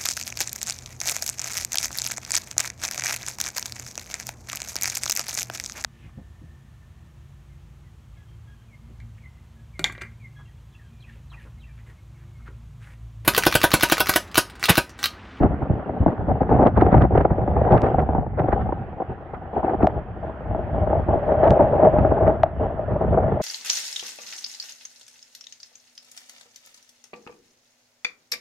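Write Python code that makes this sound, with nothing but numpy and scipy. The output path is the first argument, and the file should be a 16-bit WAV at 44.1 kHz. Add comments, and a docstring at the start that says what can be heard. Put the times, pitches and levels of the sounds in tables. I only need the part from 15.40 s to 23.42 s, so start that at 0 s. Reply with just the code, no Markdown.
"""Storm wind tears across the microphone ports of a phone for eight seconds, over a far roar of trees and spray.
From the start, uneven noise makes rumble and ragged buffeting; noise bursts make puffs, falling chirps make pops.
The hardest puffs and pops crowd in from 1.2 s, with fine spray crackling on surges of air; a raindrop ticks at 2.4 s.
After a lull past 3.3 s a drop clicks and rings at 4.5 s, and a hollow, a resonance in the eddies, starts to howl.
The howl peaks near 6.2 s among strong gusts, with drops at 6.1 and 7.0 s, and the wind blows on to the end."""
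import sys
import numpy as np
from scipy import signal
from scipy.fft import rfft, irfft, next_fast_len
from scipy.io import wavfile
from scipy.ndimage import uniform_filter1d, minimum_filter1d, map_coordinates

SR = 44100
rng = np.random.default_rng(int(sys.argv[2]) if len(sys.argv) > 2 else 0)


def store_pcm(level_fs):
    """Save levels as 16-bit WAV."""
    pcm = np.round(np.clip(level_fs, -1, 1) * 32767).astype(np.int16)
    wavfile.write(sys.argv[1], SR, np.atleast_2d(pcm).T)


N = 353531

# Event and wind levels are set ahead of any port filter and the limiter; colours give relative level per Hz.
# Wind between the gusts: t/s, buffeting level/dB, rumble level/dB
STEADY_WIND = [(0, -33.5, -26.5), (.58, -29, -38.5), (.85, -29, -30.5), (1.351, -31, -25.5),
               (1.9, -33, -25.5), (2.4, -26.5, -27), (2.899, -38, -28.5), (3.251, -30.5, -27),
               (3.5, -39, -35), (4.101, -41.5, -40), (4.399, -34.5, -30.5), (4.718, -41, -36),
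               (5.2, -29.5, -27.5), (5.599, -33, -27), (6.1, -18.5, -26), (6.8, -20, -24),
               (7.151, -39, -33.5), (7.35, -29.5, -31), (7.75, -30, -30), (8.02, -27, -34)]
# Gusts over it: start t/s, held t/s, buffeting level/dB, rumble level/dB
GUST_EVENTS = [(0, 0.056, -16, -19), (0.104, 0.012, -23.5, -23.5), (0.209, 0.025, -21.5, -30),
               (0.288, .05, -25.5, -22.5), (0.599, 0.017, -25, -22), (0.659, 0.042, -17.5, -25),
               (0.78, 0.056, -36, -23), (.87, 0.052, -20.5, -23.5), (1.0, 0.019, -17.5, -27.5),
               (1.086, 0.19, -15, -20.5), (1.361, .13, -17, -18), (1.518, 0.12, -20.5, -15.5),
               (1.717, .09, -21.5, -20.5), (1.844, 0.005, -27, -30), (1.901, 0.019, -18.5, -28),
               (1.975, 0.061, -24, -32.5), (2.073, 0.046, -23.5, -20), (2.154, 0.13, -20.5, -25),
               (2.301, 0.063, -16, -14.5), (2.418, 0.11, -22, -25.5), (2.579, 0.045, -23, -20.5),
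               (2.688, 0.12, -29.5, -21), (2.967, 0.24, -25.5, -31.5), (3.602, 0.16, -41.5, -47),
               (3.687, 0.03, -32, -31), (4.126, 0.065, -28.5, -37), (4.158, 0.026, -22.5, -30.5),
               (4.23, 0.11, -24, -39), (4.398, 0.1, -26, -27.5), (4.512, 0.066, -30.5, -29.5),
               (4.822, .08, -30, -35.5), (5.333, 0.1, -25, -36.5), (5.488, .12, -23, -25.5),
               (5.683, 0.091, -21.5, -28), (5.818, 0.13, -22.5, -30), (6.029, 0.091, -15, -21.5),
               (6.186, 0.054, -13.5, -15), (6.417, 0.071, -15, -25), (6.529, 0.097, -19.5, -21.5),
               (6.819, 0.086, -17, -23.5), (7.037, 0.03, -27.5, -26), (7.19, 0.071, -21.5, -28.5),
               (7.508, 0.061, -25.5, -24.5), (7.602, 0.15, -24.5, -24), (7.699, 0.26, -21.5, -22),
               (7.843, 0.11, -26.5, -28.5), (7.992, .04, -20, -24)]
# Far roar when the smoothed buffeting is at -22.5 dB: t/s, level/dB
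FAR_ROAR = [(0, -43), (1, -45.5), (1.5, -46.5), (2.1, -46), (2.4, -40), (2.8, -49.5), (3.3, -44.5),
            (4.7, -44), (6, -42), (7, -44), (8.02, -44.5)]
# Colour of the far roar: f/Hz, level/dB
ROAR_COLOUR = [(300, -16), (900, 0), (1300, 1), (1800, -4.5), (2300, -16), (3000, -20), (3350, -24),
               (3750, -34), (5500, -45.5), (9000, -51), (10300, -51.5), (11500, -100)]
# Specks of spray at set times, strong and faint: t/s, level/dB (set for the core at full strength)
SET_SPECKS = [(0.032, -34.5), (1.094, -40.5), (1.1282, -36.5), (1.15, -41), (1.185, -43), (1.228, -36),
              (1.2693, -30), (1.3728, -33), (1.4118, -30), (1.4645, -37), (1.52, -36), (1.5429, -31.5),
              (1.548, -34.5), (1.578, -37.5), (1.613, -39.5), (1.6192, -33), (1.6463, -40), (1.7531, -38),
              (1.7763, -30), (1.778, -35), (1.81, -37), (1.85, -40.5), (1.91, -48), (2.321, -34),
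              (2.343, -38.5), (2.377, -32.5), (2.44, -37), (2.466, -36), (2.5117, -50), (2.593, -38),
              (2.9732, -60), (2.9948, -34.5), (3.04, -52), (3.0869, -39.5), (3.1284, -34), (3.2137, -41.5),
              (3.9483, -42.5), (4.244, -42.5), (4.262, -46), (4.298, -41.5), (4.4267, -35), (4.444, -51),
              (5.6435, -47), (5.92, -39), (6.041, -35), (6.053, -41), (6.076, -35), (6.45, -37),
              (6.5884, -35.5), (6.876, -36)]
# Colour of a speck's sharp core: f/Hz, level/dB
SPECK_COLOUR = [(700, -27.5), (1800, 10), (3000, 3), (4500, -14.5), (6500, -25), (9000, -45.5),
                (11000, -75.5)]
# Raindrops: t/s, click peak level/dB, ring level/dB, left-right level/dB, ring t60/s, click low cut f/Hz
RAINDROPS = [(2.419, -27, -20, -3, .02, 12000), (4.4706, -13.5, 15, 2, .013, 500),
             (6.1065, -19, 2, 2, .02, 5000), (7.034, -11.5, 15.5, 3, .017, 700)]
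# Colour of a raindrop's click: f/Hz, level/dB
CLICK_COLOUR = [(300, 7.5), (1200, 19), (3000, -0.5), (6000, -19.5), (8500, -32.5), (10500, -47.5),
                (16000, -55)]
# Pops at set times: t/s, peak level/dB, glide t/s, cycles per e-fold of the glide
POP_EVENTS = [(0.6156, -12, 0.0022, 0.84), (0.6616, -8.5, .0012, 1.6), (0.6765, -10.5, 0.0016, 1.6),
              (1.3743, -5, .0013, 2.2), (1.4199, -5, 0.00097, 2.2), (1.465, -11.5, 0.0014, 1.6),
              (1.618, -11, 0.0015, 2.2), (1.776, -7.5, .0016, 3), (1.806, -15.5, .0012, 2.6),
              (1.846, -18, 0.0015, 2.4), (1.9045, -12, 0.0013, 2.6), (2.076, -16.5, 0.001, 2.4),
              (2.583, -17.5, 0.0012, 2.4), (3.084, -10.5, .0014, 2.2), (3.126, -11.5, 0.001, 2.4),
              (3.286, -33, 0.0011, 2.8), (3.3225, -19, .0012, 2.8), (3.602, -25, .0013, 2.4),
              (4.429, -8, 0.0015, 2.2), (5.529, -18.5, .0014, 3), (6.03, -14.5, 0.0011, 3),
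              (6.195, -15, .0016, 3), (6.716, -19.5, 0.0015, 3)]
# Sudden puffs: t/s, peak level/dB, thump peak level/dB
PUFF_EVENTS = [(0.032, -15, -20.5), (0.298, -15, -9), (0.492, -13.5, -23), (0.219, -17, -23.5),
               (.661, -7, -14), (0.679, -12.5, -21), (0.914, -11.5, -26), (1.013, -18, -15),
               (1.091, -10.5, -28.5), (1.261, 1.5, -13), (1.268, -7.5, -16), (1.375, -5, -27.5),
               (1.42, 4, -18.5), (1.465, -9, -23), (1.526, -6, -17.5), (1.542, 3.5, -14.5),
               (1.579, -9.5, -11.5), (1.608, -13, -18), (1.62, -10.5, -12), (1.636, -9, -12.5),
               (1.648, -8, -11.5), (1.706, -14, -27), (1.752, -5, -18), (1.774, -0.5, -8), (1.81, -10, -14),
               (1.85, -3, -20.5), (1.906, -10, -4.5), (1.98, -14, -29), (2.078, -9.5, -20.5),
               (2.165, -12.5, -23.5), (2.214, -11.5, -13.5), (2.249, -13.5, -23), (2.318, -12.5, -10.5),
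               (2.343, -9, -14), (2.379, -16, -18.5), (2.431, -8.5, -11), (2.464, -12, -28.5),
               (2.483, -11, -26), (2.499, -18, -28.5), (2.512, -14, -23.5), (2.542, -8.5, -18),
               (2.584, -7.5, -15), (2.688, -8.5, -18.5), (2.731, -14, -26), (2.749, -10.5, -19),
               (2.78, -11, -14), (2.864, -21, -23), (2.99, -13.5, -29.5), (2.999, -11.5, -14),
               (3.04, -13, -23.5), (3.056, -14.5, -29), (3.086, -14, -17), (3.13, -7, -12),
               (3.257, -21, -33), (3.289, -15.5, -30.5), (3.323, -12.5, -42.5), (3.601, -14.5, -32.5),
               (3.618, -14, -44), (3.935, -20.5, -48), (4.165, -16, -38.5), (4.194, -18.5, -37.5),
               (4.229, -17, -23.5), (4.243, -11, -29.5), (4.294, -13.5, -29.5), (4.323, -19, -27),
               (4.342, -15.5, -32), (4.404, -20, -29.5), (4.429, -14, -13), (4.442, -7.5, -18.5),
               (5.147, -14.5, -22.5), (5.471, -13.5, -23), (5.528, -9, -23), (5.594, -14, -30.5),
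               (5.684, -12, -17), (5.919, -7, -29), (6.03, -8, -40.5), (6.068, -11.5, -38.5),
               (6.196, -4, -22.5), (6.431, 1.5, -28.5), (6.584, -8, -14.5), (6.647, -3.5, -25.5),
               (6.718, -9.5, -33), (6.826, -10.5, -32.5), (6.877, -7, -31), (7.213, -15.5, -33.5),
               (7.393, -12.5, -41.5), (7.774, -7, -28.5)]
# Low rumble and the thump of a puff: f/Hz, level/dB
RUMBLE_COLOUR = [(15, -14), (30, -13), (60, 4), (110, 2), (200, -4.5), (400, -22), (1200, -110)]
# Rough buffeting: f/Hz, level/dB
BUFFET_COLOUR = [(30, -39.5), (120, -14), (300, 7), (500, 3), (680, 3), (780, -1.5), (860, -4), (960, -6),
                 (1400, -17), (2000, -30.5), (2800, -51), (4000, -72.5), (8000, -85.5), (11000, -125)]
# Big eddies: f/Hz, level/dB
BIG_EDDY_COLOUR = [(60, -25), (150, -6), (280, 7), (420, -3), (700, -36), (1500, -110)]
# Bright edge of puffs, surges and rasp: f/Hz, level/dB
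EDGE_COLOUR = [(500, -12), (1200, 12.5), (2000, -1.5), (3000, -26.5), (5000, -43), (8000, -54.5),
               (11000, -90.5)]
# Parts against the rough buffeting: t/s, howl level/dB, big eddies level/dB, upper note level/dB
SHADES = [(0, -30, 5, -9.5), (.7, -26, 3, -13), (1.1, -29.5, 2, -6.5), (2, -26.5, -3, -9.5),
          (2.4, -26, -5.5, -7), (3, -23.5, -2.5, -5), (3.7, -29.5, -15.5, -6.5), (4.2, -33, -11, -2.5),
          (4.5, -9, -12.5, -10), (5.2, -5.5, -11.5, -8), (6.2, 0, -5.5, -6), (7.2, -3.5, -11.5, -10.5),
          (8.02, -8, -1.5, -12)]
# Likeness of the two ports: f/Hz, correlation (0 to 1)
PORT_LIKENESS = [(60, 0.88), (170, 0.81), (400, 0.93), (700, 0.97), (1000, 0.64), (1500, 0.43),
                 (2700, 0.38), (4500, 1)]
# Balance of the two ports: f/Hz, left-right level/dB
PORT_LEAN = [(60, 0.5), (340, 0), (650, 2), (950, 3), (1340, -4.5), (1900, -7), (2700, -10), (5000, -1.5)]

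RISE_S, FALL_S = 0.009, .02  # gust power: squared ramp up; fades with time constant FALL_S / 2
ROAR_FOLLOWS, ROAR_LAG_S = 0.32, 0.043  # dB per dB of buffeting; smoothing window
SPECKS, SPECK_DB, SPECK_SCATTER_DB = 60, -62.5, 1.5  # chance specks: count, base at -25.5 dB buffeting, spread
SPECK_GROWS = .5  # dB gained per dB of buffeting, beyond keeping pace with it
CORE_GROWS = .9  # dB of sharp core lost per dB that a speck lies below -34 dB
SURGE_DB, SURGE_S = 11.5, 0.011  # surge peak over the speck level; swell and fade time constant
SPLASH_DB, SPLASH_T60_S = -27, .016  # splash noise against the click's impulse, before colouring
AFTER_DB, AFTER_LASTS = -25.5, 3  # weak after-ring against the ring; how many times longer
POP_SWELL, POP_FADE, POP_DULL_HZ = 1.3, 3.4, 2100  # swell and fade in glide times; treble limit
PATTER, PATTER_DB, PATTER_SCATTER_DB = 260, 0, 3.5  # chance pops: count, dB over the buffeting, spread
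PUFF_T60_S, EDGE_T60_S = 0.022, .035
EDGE_DB, EDGE_SCATTER_DB = -28, 0.5  # bright edge against the puff, before howl dulls it; spread
RASP_DB, RASP_GROWS = -33, .45  # rasp against a buffeting of -13.5 dB; extra dB per dB of buffeting
HOLLOW_HZ, HOLLOW_WIDTH_HZ = 638, 100
UPPER_HZ, UPPER_WIDTH_HZ = 765, 200
WAVER, WAVER_RATE = .028, 9  # howl's detuning either way as a share; knots a second
HOWL_SMOOTHS_DB = 3  # unevenness of the eddies lost per unit of howl
HOWL_DULLS_DB = 2  # puff edge and chance speck level lost per unit of howl
HOWL_CALMS_DB = 5  # chance pop level lost per unit of howl
TOP_HZ = 15600  # band limit


def amp(db):
    """Amplitude from dB."""
    return 10 ** (np.asarray(db) / 20)


def unit(x):
    """x at an RMS of one."""
    return x / np.sqrt(np.mean(x ** 2) + 1e-20)


def along(points, hz):
    """Read (f/Hz, value) points on a log frequency axis."""
    f, v = np.transpose(points)
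    return np.interp(np.log(hz + 1), np.log(f + 1), v)


def curves(rows):
    """One value per sample for each column after the time."""
    s, *cols = np.transpose(rows)
    return [np.interp(np.arange(N) / SR, s, c) for c in cols]


def howl_at(s):
    """Howl amplitude against the rough buffeting at the times s."""
    when, howl_db, *_ = np.transpose(SHADES)
    return amp(np.interp(s, when, howl_db))


def wobble(rate):
    """A smooth random curve, rate knots a second."""
    knots = rng.standard_normal(int(N * rate / SR) + 4)
    return map_coordinates(knots, [np.arange(N) * rate / SR])


def filtered(x, response):
    """x passed through a complex response of frequency."""
    n = x.shape[-1]
    m = next_fast_len(n + 8192)  # room for the tail
    return irfft(rfft(x, m) * response(np.fft.rfftfreq(m, 1 / SR)), m)[..., :n]


def causal(spectrum):
    """Minimum-phase response: this colour, with no sound ahead of its cause."""
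    def response(hz):
        cep = irfft(np.log(amp(along(spectrum, hz))))
        half = len(cep) // 2
        cep[1:half] *= 2
        cep[half + 1:] = 0
        return np.exp(rfft(cep))
    return response


def hollow(c, w):
    """An air resonance at c Hz, w Hz wide, with steep flanks and little treble."""
    def response(hz):
        resonance = 1j * hz * w / (c * c - hz * hz + 1j * hz * w)
        return resonance ** 2 / (1 + 1j * hz / 900) ** 4
    return response


def lean(hz):
    """Left and right gain of the ports at each frequency."""
    return amp(along(PORT_LEAN, hz) / 2 * np.array([[1], [-1]]))


def ports(pair):
    """Blend two unrelated signals so that the ports get their likeness and balance."""
    def share(hz):
        turn = np.arccos(np.clip(along(PORT_LIKENESS, hz), -1, 1)) / 2
        return [np.cos(turn), np.sin(turn)]
    mid, side = filtered(pair, share)
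    return filtered(np.stack([mid + side, mid - side], axis=-2), lean)


def air():
    """Buffeting and rumble levels in dB: power of the steady wind plus gusts that rise, hold and fall."""
    t = np.arange(0, N + 64, 32) / SR
    s, held, *gust_db = np.transpose(GUST_EVENTS)[:, :, None]
    rise = np.clip((t - s) / RISE_S, 0, 1) ** 2
    shape = rise * np.exp(-np.maximum(t - s - held, 0) / FALL_S * 2)
    levels = []
    for calm_db, peak_db in zip(curves(STEADY_WIND), gust_db):
        gust_power = (amp(peak_db) ** 2 * shape).sum(axis=0)
        gust_power = np.interp(np.arange(N) / SR, t, gust_power)
        levels.append(10 * np.log10(amp(calm_db) ** 2 + gust_power))
    return levels


def roar(buffet_db):
    """Far trees and spray: noise with soft patches in time and pitch that swells a little with the wind."""
    smooth_db = uniform_filter1d(buffet_db, size=int(ROAR_LAG_S * SR))
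    level_db = curves(FAR_ROAR)[0] + ROAR_FOLLOWS * (smooth_db + 22.5)
    z = signal.stft(rng.standard_normal((2, N)), nperseg=512)[2]
    field = uniform_filter1d(rng.standard_normal(z.shape[1:]), size=5, axis=0)
    field = uniform_filter1d(field, size=10, axis=1)
    patchy = signal.istft(z * amp(2 * unit(field)), nperseg=512)[1][:, :N]
    return ports(amp(level_db) * unit(filtered(patchy, causal(ROAR_COLOUR))))


def spray(buffet_db):
    """Each speck is a tiny crackle of a few milliseconds on the crest of a bright surge of air."""
    when, luck = rng.random((SPECKS, 2)).T
    wind_db = buffet_db[(when * (N - 1)).astype(int)]
    chance_db = SPECK_DB + (1 + SPECK_GROWS) * (wind_db + 25.5)
    chance_db -= HOWL_DULLS_DB * howl_at(when * N / SR) + SPECK_SCATTER_DB * np.log(luck + 1e-2)
    s, db = np.transpose(SET_SPECKS)
    s = np.append(s, when * (N - 1) / SR)
    db = np.append(db, chance_db)

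    lead = SR // 40  # the surge starts ahead of the speck
    around = np.arange(-lead, lead) / SR
    t = np.maximum(around, 0)
    top = lambda x: x / np.abs(x[:, :1]).max(axis=-1, keepdims=True)
    noise = rng.standard_normal((len(s), 2, 2, len(t)))
    surges = filtered(noise[:, 1] * np.exp(-np.abs(around) / SURGE_S), causal(EDGE_COLOUR))
    cores = filtered(noise[:, 0] * t * amp(-60 * t / .009), causal(SPECK_COLOUR))
    core_gain = amp(CORE_GROWS * np.minimum(db + 34, 0))[:, None, None]  # weak specks are dull
    specks = core_gain * top(cores) + amp(SURGE_DB) * top(surges)
    pair = np.zeros((2, N + SR))
    for start, level_db, speck in zip(np.round(s * SR).astype(int), db, specks):
        pair[:, start:start + len(t)] += amp(level_db) * speck
    return ports(pair[:, lead:N + lead])


def drops():
    """A drop clicks and splashes on the housing; a short low ring swells just after, glides down and fades."""
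    out, t = np.zeros((2, N + SR)), np.arange(SR // 10) / SR
    swell = (1 - np.exp(-t / .0022)) ** 3
    note = swell * np.sin(2 * np.pi * 590 * t - 6 * np.exp(-t / .004))  # glides down to 590 Hz
    for s, db, ring_db, pan_db, t60, cut_hz in RAINDROPS:
        splash = amp(SPLASH_DB - 60 * t / SPLASH_T60_S) * rng.standard_normal((2, len(t)))
        click = filtered((t == 0) + splash, causal(CLICK_COLOUR))
        click = filtered(click, lambda hz: (1j * hz / (cut_hz + 1j * hz)) ** 2)
        click = amp(db) * click / np.abs(click).max()
        fade = amp(-60 * t / t60) + amp(AFTER_DB - 60 * t / t60 / AFTER_LASTS)
        pan = amp([[pan_db / 2], [-pan_db / 2]])
        start = round(s * SR)
        out[:, start:start + len(t)] += (click + amp(ring_db) * fade * note) * pan
    return out[:, :N]


def pops(buffet_db):
    """A pop is one slap of air, heard through the phone as a quick chirp falling from treble to bass."""
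    out, t = np.zeros(N + SR), np.arange(SR // 20) / SR
    luck = rng.random((len(POP_EVENTS) + PATTER, 5))
    phase = luck[:, :1]
    when, size, quick, bright = luck[len(POP_EVENTS):, 1:].T
    chance_db = buffet_db[(when * N).astype(int)] + PATTER_DB - HOWL_CALMS_DB * howl_at(when * N / SR)
    chance_db += PATTER_SCATTER_DB * (2 * size - 1)
    chance = [when * N / SR, chance_db, 0.000811 + 0.00068 * quick, 1.588 + 1.38 * bright]
    s, db, glide_s, turns = np.hstack([np.transpose(POP_EVENTS), chance])[:, :, None]
    u = t / np.maximum(glide_s, 1e-4)  # time in glide times
    shape = (1 - np.exp(-u / POP_SWELL)) ** 2 * np.exp(-u / POP_FADE)
    chirps = shape * np.sin(2 * np.pi * (turns * np.log(1 + u) + phase))
    chirps = amp(db) * chirps / np.abs(chirps).max(axis=1, keepdims=True)
    for start, chirp in zip(np.round(s[:, 0] * SR).astype(int), chirps):
        out[start:start + len(t)] += chirp
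    return filtered(out[:N], lambda hz: lean(hz) / (1 + 1j * hz / POP_DULL_HZ) ** 2)


def puffs():
    """A puff is a short burst of eddies with a bright edge and a slower, low thump of pressure."""
    s, db, thump_db = np.transpose(PUFF_EVENTS)[:, :, None]
    edge_db = EDGE_DB + EDGE_SCATTER_DB * rng.standard_normal(s.shape)
    t = np.arange(SR // 5) / SR
    top = lambda x: x / np.abs(x[0]).max(axis=-1, keepdims=True)
    eddies, pressure = rng.standard_normal((len(s), 2, 2, len(t))).transpose(1, 2, 0, 3)
    front = 1 + 6.9 * amp(-60 * t / 0.0013)  # extra weight on the first eddies
    burst = eddies * front * (1 - np.exp(-t / 0.0028)) * amp(-60 * t / PUFF_T60_S)
    push = pressure * (1 - np.exp(-t / 0.0066)) * amp(-60 * t / 0.038)
    crackle = eddies * t * amp(-60 * t / EDGE_T60_S)  # swells a little later than the burst and outlasts it

    when, _, _, upper_db = np.transpose(SHADES)
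    howl, upper = howl_at(s), amp(np.interp(s, when, upper_db))
    body = top(filtered(burst, causal(BUFFET_COLOUR)))
    body = body + howl * top(filtered(burst, hollow(HOLLOW_HZ, HOLLOW_WIDTH_HZ)))
    body = top(body + upper * top(filtered(burst, hollow(UPPER_HZ, UPPER_WIDTH_HZ))))
    edge = amp(edge_db - HOWL_DULLS_DB * howl) * top(filtered(crackle, causal(EDGE_COLOUR)))
    thump = amp(thump_db) * top(filtered(push, causal(RUMBLE_COLOUR)))
    sound = amp(db) * (body + edge) + thump
    pair = np.zeros((2, N + SR))
    for k, start in enumerate(np.round(s[:, 0] * SR).astype(int)):
        pair[:, start:start + len(t)] += sound[:, k]
    return ports(pair[:, :N])


def buffeting(buffet_db, rumble_db):
    """Uneven but bounded eddies hit the ports and blow across the hollow, above a separate low rumble."""
    howl, weight, upper = amp(curves(SHADES))
    ragged = np.tanh(.15 * wobble(25) + .4 * wobble(60) + .4 * wobble(170))
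    eddies = amp((9 - HOWL_SMOOTHS_DB * howl) * ragged) * rng.standard_normal((2, N))
    colour = lambda response: unit(filtered(eddies, response))
    rough, big, rasp = (colour(causal(c)) for c in (BUFFET_COLOUR, BIG_EDDY_COLOUR, EDGE_COLOUR))
    high = colour(hollow(UPPER_HZ, UPPER_WIDTH_HZ))

    # The howl wavers by crossfading a flat and a sharp resonance
    flat = colour(hollow(HOLLOW_HZ * (1 - WAVER), HOLLOW_WIDTH_HZ))
    sharp = colour(hollow(HOLLOW_HZ * (1 + WAVER), HOLLOW_WIDTH_HZ))
    drift = np.pi / 4 * (1 + np.tanh(wobble(WAVER_RATE)))
    hoot = unit(np.cos(drift) * flat + np.sin(drift) * sharp)

    mix = rough + howl * hoot + weight * big + upper * high
    mix = mix / np.sqrt(1 + howl ** 2 + weight ** 2 + upper ** 2)
    mix = mix + amp(RASP_DB + RASP_GROWS * (buffet_db + 13.5)) * rasp  # stronger air sounds brighter
    lows = amp(2.8 * wobble(18)) * rng.standard_normal((2, N))
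    rumble = unit(filtered(lows, causal(RUMBLE_COLOUR)))
    return ports(amp(buffet_db) * mix + amp(rumble_db) * rumble)


def scene():
    """Roar, buffeting, chance specks and chance pops follow one wind; the listed events keep set levels."""
    buffet_db, rumble_db = air()
    background = roar(buffet_db) + spray(buffet_db) + drops()
    return background + pops(buffet_db) + puffs() + buffeting(buffet_db, rumble_db)


def record(dry):
    """A look-ahead limiter holds the loudest moments down; a steep filter cuts all above the band limit."""
    need = np.minimum(1, .92 / (np.abs(dry).max(axis=0) + 1e-9))
    gain = minimum_filter1d(need, size=441)  # 10 ms window
    gain = uniform_filter1d(uniform_filter1d(gain, size=220), size=220)
    return filtered(dry * gain, lambda hz: hz < TOP_HZ)


dry = scene()
out = record(dry)
store_pcm(out)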